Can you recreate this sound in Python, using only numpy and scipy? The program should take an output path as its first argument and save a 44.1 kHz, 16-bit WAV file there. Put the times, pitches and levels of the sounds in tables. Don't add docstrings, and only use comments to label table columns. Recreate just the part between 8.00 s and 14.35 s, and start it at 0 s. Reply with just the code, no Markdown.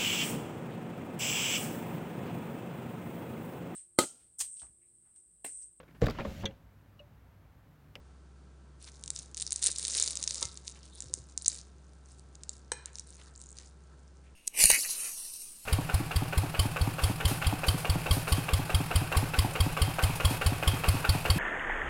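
import sys
import numpy as np
from scipy import signal
from scipy.fft import rfft, irfft, next_fast_len
from scipy.io import wavfile
from scipy.ndimage import map_coordinates

SR = 44100
rng = np.random.default_rng(int(sys.argv[2]) if len(sys.argv) > 2 else 0)


def file_out(sig):
    cols = np.atleast_2d(sig).T
    lim = np.clip(cols, -1, 1)
    pcm = np.round(lim * 32767).astype(np.int16)
    wavfile.write(sys.argv[1], SR, pcm)


N = 280108
TIME_S = np.arange(N) / SR
TOP_HZ = 10400


def amp(db):
    return 10 ** (np.asarray(db) / 20)


def unit(x):
    return x / np.sqrt(np.mean(x ** 2) + 1e-20)


def curve_at(points, hz):
    pitches, values = np.transpose(points)
    return np.interp(np.log(hz + 1), np.log(pitches + 1), values)


def wobble(per_s):
    values = rng.standard_normal(int(N * per_s / SR) + 4)
    return map_coordinates(values, [TIME_S * per_s])


def filtered(x, gain_at):
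    size = next_fast_len(N + SR // 2)
    return irfft(rfft(x, size) * gain_at(np.fft.rfftfreq(size, 1 / SR)), size)[:N]


def noise(tone):
    return unit(filtered(rng.standard_normal(N), lambda hz: amp(curve_at(tone, hz))))


def placed(starts_s, sounds):
    index = np.round(np.asarray(starts_s) * SR).astype(int)[:, None] + np.arange(sounds.shape[1])
    return np.bincount(np.clip(index, 0, N).ravel(), sounds.ravel(), N + 1)[:N]


# pitch_hz, level_db
HUM_TONES = [(66.6, -55), (125, -86.5), (156, -79.5), (1330, -79.5), (1529, -84.5), (1599, -85.5),
             (4522, -91), (6121, -91)]

def appliance_hum():
    hum = np.zeros(N)
    for hz, db in HUM_TONES:
        waver = min(hz / 600, 1.5) * wobble(7)
        hum += amp(db) * np.sqrt(2) * np.sin(2 * np.pi * hz * TIME_S + waver)
    return hum


# pitch_hz, relative_db
ROOM_NOISE_TONE = [(53, -44), (90, -1), (101, -11), (145, 0.5), (208, -7.5), (234, -11), (393, -10),
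                   (562, -17), (1020, -19.5), (1130, -20.5), (1550, -23), (2090, -29.5), (6260, -33),
                   (9700, -34), (10500, -64.5), (13600, -100), (22000, -120)]

def room_noise():
    air = unit(filtered(noise(ROOM_NOISE_TONE), lambda hz: hz > 45))
    return amp(-61.5 + .5 * wobble(3.68)) * air


# start_s, length_s, push_db
SHORT_PRESSES = [(0.829, 0.037, -57), (0.942, 0.062, -60.5), (1.156, .03, -49), (1.241, 0.0037, -57),
                 (1.389, 0.037, -48), (1.512, 0.081, -49), (2.662, 0.025, -52.5), (2.839, .02, -56),
                 (2.955, 0.1, -56), (3.094, 0.097, -60), (3.293, 0.013, -62.5), (3.39, .06, -58.5),
                 (3.485, 0.054, -45), (4.057, 0.13, -66.5), (4.506, 0.043, -61.5), (4.938, 0.072, -61),
                 (5.074, .05, -58), (5.23, 0.02, -61), (5.35, 0.16, -67), (5.572, 0.082, -59)]
# time_s, push_db
LONG_CUT = [(1.605, -54.5), (1.629, -33), (1.672, -32.5), (1.735, -48), (1.82, -42.5), (1.99, -34),
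            (2.1, -39), (2.17, -51), (2.28, -44), (2.42, -43.5), (2.49, -55), (2.6, -64)]
RESTING_DB, FIRM_DB = -75, -34

def push(t, rise_db_per_s=520.5, fall_db_per_s=164.5):
    def fade_db(begin, end):
        return rise_db_per_s * np.maximum(begin - t, 0) + fall_db_per_s * np.maximum(t - end, 0)

    start_s, length_s, press_db = np.transpose(SHORT_PRESSES)[:, :, None]
    presses = np.max(press_db - fade_db(start_s, start_s + length_s), axis=0)
    cut_s, cut_db = np.transpose(LONG_CUT)
    cut = np.interp(t, cut_s, cut_db) - fade_db(cut_s[0], cut_s[-1])
    resting = RESTING_DB - fade_db(start_s.min(), N / SR)
    return np.max([presses, cut, resting], axis=0)


# pitch_hz, relative_db
PASTRY_TONE = [(100, -34), (400, -24.5), (900, -27), (1700, -19), (2600, -16), (3350, -13), (3700, -4.5),
               (5500, -3), (6600, -1.5), (8200, -2), (9500, -1), (11000, -17.5)]

def pastry_breaks(times, level_db, pitch_hz, body_db, flutter_db, flutter_s, ring_db, rise_s=.0002):
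    size, lead = 512, 64
    t = np.maximum(np.arange(size) - lead, 0) / SR
    burst = (t / rise_s) ** 2 * np.exp(2 - 2 * t / rise_s)
    flutter = amp(flutter_db - 60 * t / flutter_s) * (t > rise_s)
    spectrum = rfft(rng.standard_normal((len(times), size)) * (burst + flutter))
    spectrum /= np.cbrt(np.abs(spectrum) + 1e-9)
    hz = np.fft.rfftfreq(size, 1 / SR) + 1
    flake_db = ring_db * np.exp(-(np.log2(hz / pitch_hz[:, None]) / 0.38) ** 2)
    thick_db = body_db[:, None] * np.exp(-(np.log2(hz / 3100) / 0.75) ** 2)
    tone = amp(curve_at(PASTRY_TONE, hz) + flake_db + thick_db) / (1 + (hz / TOP_HZ) ** 40)
    cracks = irfft(spectrum * tone, size)
    strength = np.linalg.norm(cracks, axis=1) / np.sqrt(.002 * SR)
    return placed(times - rise_s - lead / SR, cracks * (amp(level_db) / strength)[:, None])


def crackle(count=2300):
    times = rng.uniform(0, N / SR, count)
    size, spread, thickness = rng.standard_normal((count, 3)).T
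    flakes = pastry_breaks(times, level_db=6 * np.clip(size, -3, 1.6),
                           pitch_hz=7000 * np.exp(0.17 * spread), body_db=6.7 + 3 * thickness,
                           flutter_db=-13, flutter_s=.01, ring_db=6.5)
    rustle = amp(-3) * unit(flakes) + amp(-9.5) * noise(PASTRY_TONE)
    return amp(push(TIME_S)) * rustle


def chips(chances=800, resting_per_s=16, firm_per_s=120):
    offset, luck, size = rng.uniform(size=(chances, 3)).T
    spread, thickness = rng.standard_normal((chances, 2)).T
    step_s = N / SR / chances
    times = (np.arange(chances) + offset) * step_s
    push_db = np.minimum(push(times), FIRM_DB)
    breaks = luck < step_s * np.interp(push_db, [RESTING_DB, FIRM_DB], [resting_per_s, firm_per_s])
    below_firm_db = FIRM_DB - push_db
    level_db = -32.5 - 0.77 * below_firm_db + 10 * (size - .5)
    pitch_hz = 6700 * np.exp(0.27 * spread)
    body_db = 4 - 0.14 * below_firm_db + 5 * thickness
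    return pastry_breaks(times[breaks], level_db[breaks], pitch_hz[breaks], body_db[breaks],
                         flutter_db=-12, flutter_s=.009, ring_db=14.5)


# pitch_hz, relative_db
FILLING_TONE = [(120, -17.5), (300, -2.5), (520, 2.5), (720, -8), (1000, -7), (2000, -0.5), (3200, -6.5),
                (6000, -42)]

def filling():
    lumps = amp(4.3 * wobble(120))
    return amp(push(TIME_S) - 19.5) * unit(lumps * noise(FILLING_TONE))


# middle_s, length_s, relative_db, pitch_hz, width_octaves
STEEL_SLIDES = [(0.827, 0.07, -57.5, 4830, 0.95), (0.882, 0.046, -50, 3000, 1.7),
                (2.772, 0.06, -56, 1800, 2), (2.846, .08, -63, 3750, 0.38), (2.956, 0.11, -58, 3780, 0.14),
                (4.878, 0.07, -58.5, 1490, 1.28), (5.206, 0.086, -57.5, 1323, 2),
                (5.285, 0.17, -64.5, 1340, 0.42), (5.599, 0.14, -64, 1600, 1.3),
                (5.921, 0.08, -67.5, 1196, 0.41), (6.269, 0.091, -67, 2280, 0.4)]

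def steel_slides():
    slides = np.zeros(N)
    for middle_s, length_s, db, pitch_hz, width in STEEL_SLIDES:
        swell = np.cos(np.pi * np.clip((TIME_S - middle_s) / length_s, -.5, .5))
        band = lambda hz: np.exp(-(np.log2((hz + 1) / pitch_hz) / width) ** 2 / 2)
        friction = unit(filtered(rng.standard_normal(N), band))
        slides += swell * amp(db - 3.5 + 3.2 * wobble(250)) * friction
    return slides


# start_s, peak_db, pitch_hz, body_db
SHEET_SNAPS = [(1.037, -24.5, 9100, -20), (1.059, -30, 6860, -33), (1.0774, -23.5, 7400, -26),
               (1.1028, -14.5, 7100, -30.5), (1.161, -22.5, 5600, -33), (1.1892, -23.5, 6930, -32),
               (1.345, -25, 6300, -20), (1.3691, -22.5, 9080, -29), (1.3754, -22.5, 6710, -23),
               (1.3987, -21.5, 6600, -28), (1.409, -21, 9300, -28), (1.4183, -19, 8890, -28),
               (1.4228, -16, 9400, -22.5), (1.4651, -19.5, 5300, -40), (1.4753, -23, 4680, -31.5),
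               (1.506, -21, 9220, -30), (1.5204, -13, 7070, -32), (1.5276, -14, 9300, -37),
               (1.5597, -15, 7800, -38), (1.6252, -15.5, 9100, -21.5), (1.6402, -9, 9460, -40),
               (1.6611, -8.5, 7770, -24.5), (1.6675, -7, 8890, -29), (1.6713, -10, 9530, -28),
               (1.6782, -26, 9330, -23), (1.715, -17, 9000, -33), (1.7599, -21, 8880, -26),
               (1.7841, -16, 9200, -35.5), (1.7948, -21, 9300, -22.5), (1.8268, -21, 9140, -28),
               (1.8503, -14, 8220, -21), (1.8805, -16, 9260, -23), (1.9495, -14.5, 9240, -28),
               (1.97, -16.5, 9380, -33), (1.9983, -9.5, 9150, -41.5), (2.0243, -7, 6700, -40),
               (2.0763, -14, 4470, -38), (2.1542, -18.5, 6930, -24.5), (2.171, -16.5, 6700, -24.5),
               (2.2268, -16, 7450, -28), (2.2385, -16, 6630, -31), (2.2756, -11, 6300, -22.5),
               (2.3074, -15.5, 7080, -26), (2.3438, -19.5, 7220, -30), (2.4267, -11, 3560, -36),
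               (2.4527, -19, 7570, -27), (2.5728, -26.5, 6860, -16), (2.678, -21, 6440, -20.5),
               (3.0041, -21.5, 6650, -33), (3.0216, -26, 7450, -26), (3.138, -11, 7700, -35),
               (3.376, -14, 7050, -33.5), (3.4213, -26, 7770, -40.5), (3.4456, -27, 5450, -29),
               (3.459, -14, 6600, -33.5), (3.462, -13.5, 5680, -28), (3.4801, -3, 7200, -43),
               (3.4826, -14.5, 8870, -42.5), (4.353, -35, 7140, -25.5), (4.4342, -27.5, 7420, -25),
               (4.4923, -18, 7080, -31), (4.8573, -22, 7000, -32.5), (4.9548, -26, 5690, -34),
               (4.9844, -27.5, 5900, -24), (4.9953, -23, 5960, -41), (5.4147, -31, 7360, -36),
               (5.5854, -28, 5900, -28)]

def sheet_snaps(time_to_peak_s=.0012, peak_over_average_db=11, thin_sheet_body_db=-32.5):
    start_s, peak_db, pitch_hz, body_db = np.transpose(SHEET_SNAPS)
    return pastry_breaks(start_s + time_to_peak_s, peak_db - peak_over_average_db, pitch_hz,
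                         body_db - thin_sheet_body_db, flutter_db=-11, flutter_s=0.012, ring_db=9.5)


# pitch_hz, relative_db, ring_s (time to fade by 60 dB)
PLATE_TONES = [(335, 0, .04), (575, 3, .04), (935, 1, .05), (1135, 0, .04), (1326, -2, .16),
               (2112, -12.5, .28), (3350, -9, .08), (3916, -2, .06), (4855, -6, .08)]

def plate_grind(start_s=1.65, end_s=2.44):
    def plate_response(hz):
        return sum(amp(db) / (1 + 1j * (hz - pitch_hz) * ring_s * np.pi / np.log(1000))
                   for pitch_hz, db, ring_s in PLATE_TONES)

    pressure = np.interp(TIME_S, [start_s, end_s - .02, end_s], [0, 1, 0]) * amp(4.6 * wobble(40))
    return amp(-75) * unit(filtered(pressure * rng.standard_normal(N), plate_response))


def struck(hits, tones, build_cycles, chatter_db, chatter_s):
    t = np.arange(SR // 2) / SR
    hz, tone_db, ring_s = np.transpose(tones)[:, :, None]
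    build = 1 - np.exp(-t * hz / build_cycles)
    bass_cut = signal.butter(2, 450, "highpass", fs=SR, output="sos")
    sounds = []
    for _, hit_db in hits:
        strength_db = tone_db + rng.normal(0, 1, hz.shape)
        fade = amp(strength_db - 60 * t / ring_s)
        blur = 0.02 * np.sqrt(hz / 1000) * np.cumsum(rng.standard_normal(build.shape), axis=1)
        phase = rng.uniform(0, 2 * np.pi, hz.shape) + blur
        ring = np.sum(build * fade * np.sin(2 * np.pi * hz * t + phase), axis=0)
        chatter = amp(chatter_db) / (1 + (t / chatter_s) ** 6) * rng.standard_normal(len(t))
        sounds.append(amp(hit_db) * (ring + signal.sosfilt(bass_cut, chatter)))
    return placed([start_s for start_s, _ in hits], np.array(sounds))


# start_s, relative_db
FORK_HITS = [(2.418, -46), (2.4275, -45.5), (2.4385, -53.5)]

def fork_taps():
    return amp(1.5) * struck(FORK_HITS, PLATE_TONES, build_cycles=1.5, chatter_db=3, chatter_s=.004)


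# start_s, relative_db
BOARD_BUMPS = [(2.428, -44), (3.034, -49), (3.1, -48), (3.174, -49)]
# pitch_hz, relative_db, ring_s
KNOCK_TONES = [(290, -6.5, 0.059), (394, -2.5, 0.026), (500, -7.5, 0.057)]
THUD_TONES = [(85, 0, 0.096), (118.1, -1.1, 0.077)]

def board_bumps(thud_delay_s=0.022):
    knock = struck(BOARD_BUMPS, KNOCK_TONES, build_cycles=0.9, chatter_db=-28, chatter_s=.004)
    settling = [(start_s + thud_delay_s, db) for start_s, db in BOARD_BUMPS]
    thud = struck(settling, THUD_TONES, build_cycles=.5, chatter_db=-34.5, chatter_s=0.0031)
    return amp(5) * knock + amp(6) * thud


# start_s, relative_db
KNIFE_HITS = [(4.718, -27.5)]
# pitch_hz, relative_db, ring_s
KNIFE_TONES = [(481, 14.5, 0.015), (950, 6.5, 0.017), (1590, 6, 0.012), (1750, 2.5, 0.018),
               (2030, -19, 0.14), (2440, -22, 0.47), (3100, -3.5, 0.035), (4015, -1, 0.019),
               (4080, -26, 0.35), (5030, -18.5, 0.037), (5760, 1, 0.031), (6000, -27, 0.14),
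               (6500, -2.5, 0.034), (8180, 8, 0.024), (8250, -21, 0.34), (9200, -19, 0.055),
               (9330, -18.5, 0.05)]

def knife_clink():
    return amp(-3.5) * struck(KNIFE_HITS, KNIFE_TONES, build_cycles=2, chatter_db=1, chatter_s=.005)


def syrup_peel(start_s=5.35, length_s=0.19, count=13):
    offset, softness, spread = rng.uniform(size=(count, 3)).T
    times = start_s + length_s * (np.arange(count) + offset) / count
    return pastry_breaks(times, level_db=-46 - 7 * softness,
                         pitch_hz=7300 * np.exp(.2 * (spread - .5)), body_db=np.full(count, -7),
                         flutter_db=-11.5, flutter_s=0.0096, ring_db=19, rise_s=0.00024)


# pitch_hz, ring_s
ECHO_TIMES = [(200, .35), (2000, 0.8), (6000, 0.37), (10000, 0.18)]

def room_echo(sound, tail_db, wall_db, wall_delay_s):
    hz, t, spectrum = signal.stft(rng.standard_normal(SR // 2), SR, nperseg=256)
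    fade = amp(-60 * t / curve_at(ECHO_TIMES, hz)[:, None])
    tail = signal.istft(spectrum * fade, SR, nperseg=256)[1]
    echo = amp(tail_db) * tail / np.linalg.norm(tail)
    echo[round(wall_delay_s * SR)] += amp(wall_db)
    return signal.fftconvolve(sound, echo)[:N]


def scene():
    pastry = sheet_snaps() + chips() + crackle() + syrup_peel() + filling() + steel_slides()
    plate = knife_clink() + fork_taps() + plate_grind() + board_bumps()
    pastry_echo = room_echo(pastry, tail_db=-17.5, wall_db=-23.5, wall_delay_s=.0115)
    plate_echo = room_echo(plate, tail_db=-13, wall_db=-17, wall_delay_s=0.016)
    return (pastry + plate + pastry_echo + plate_echo + appliance_hum() + room_noise())[None]


def record(dry):
    return filtered(dry[0], lambda hz: 1 / np.sqrt(1 + (hz / TOP_HZ) ** 120))[None]


dry = scene()
out = record(dry)
file_out(out)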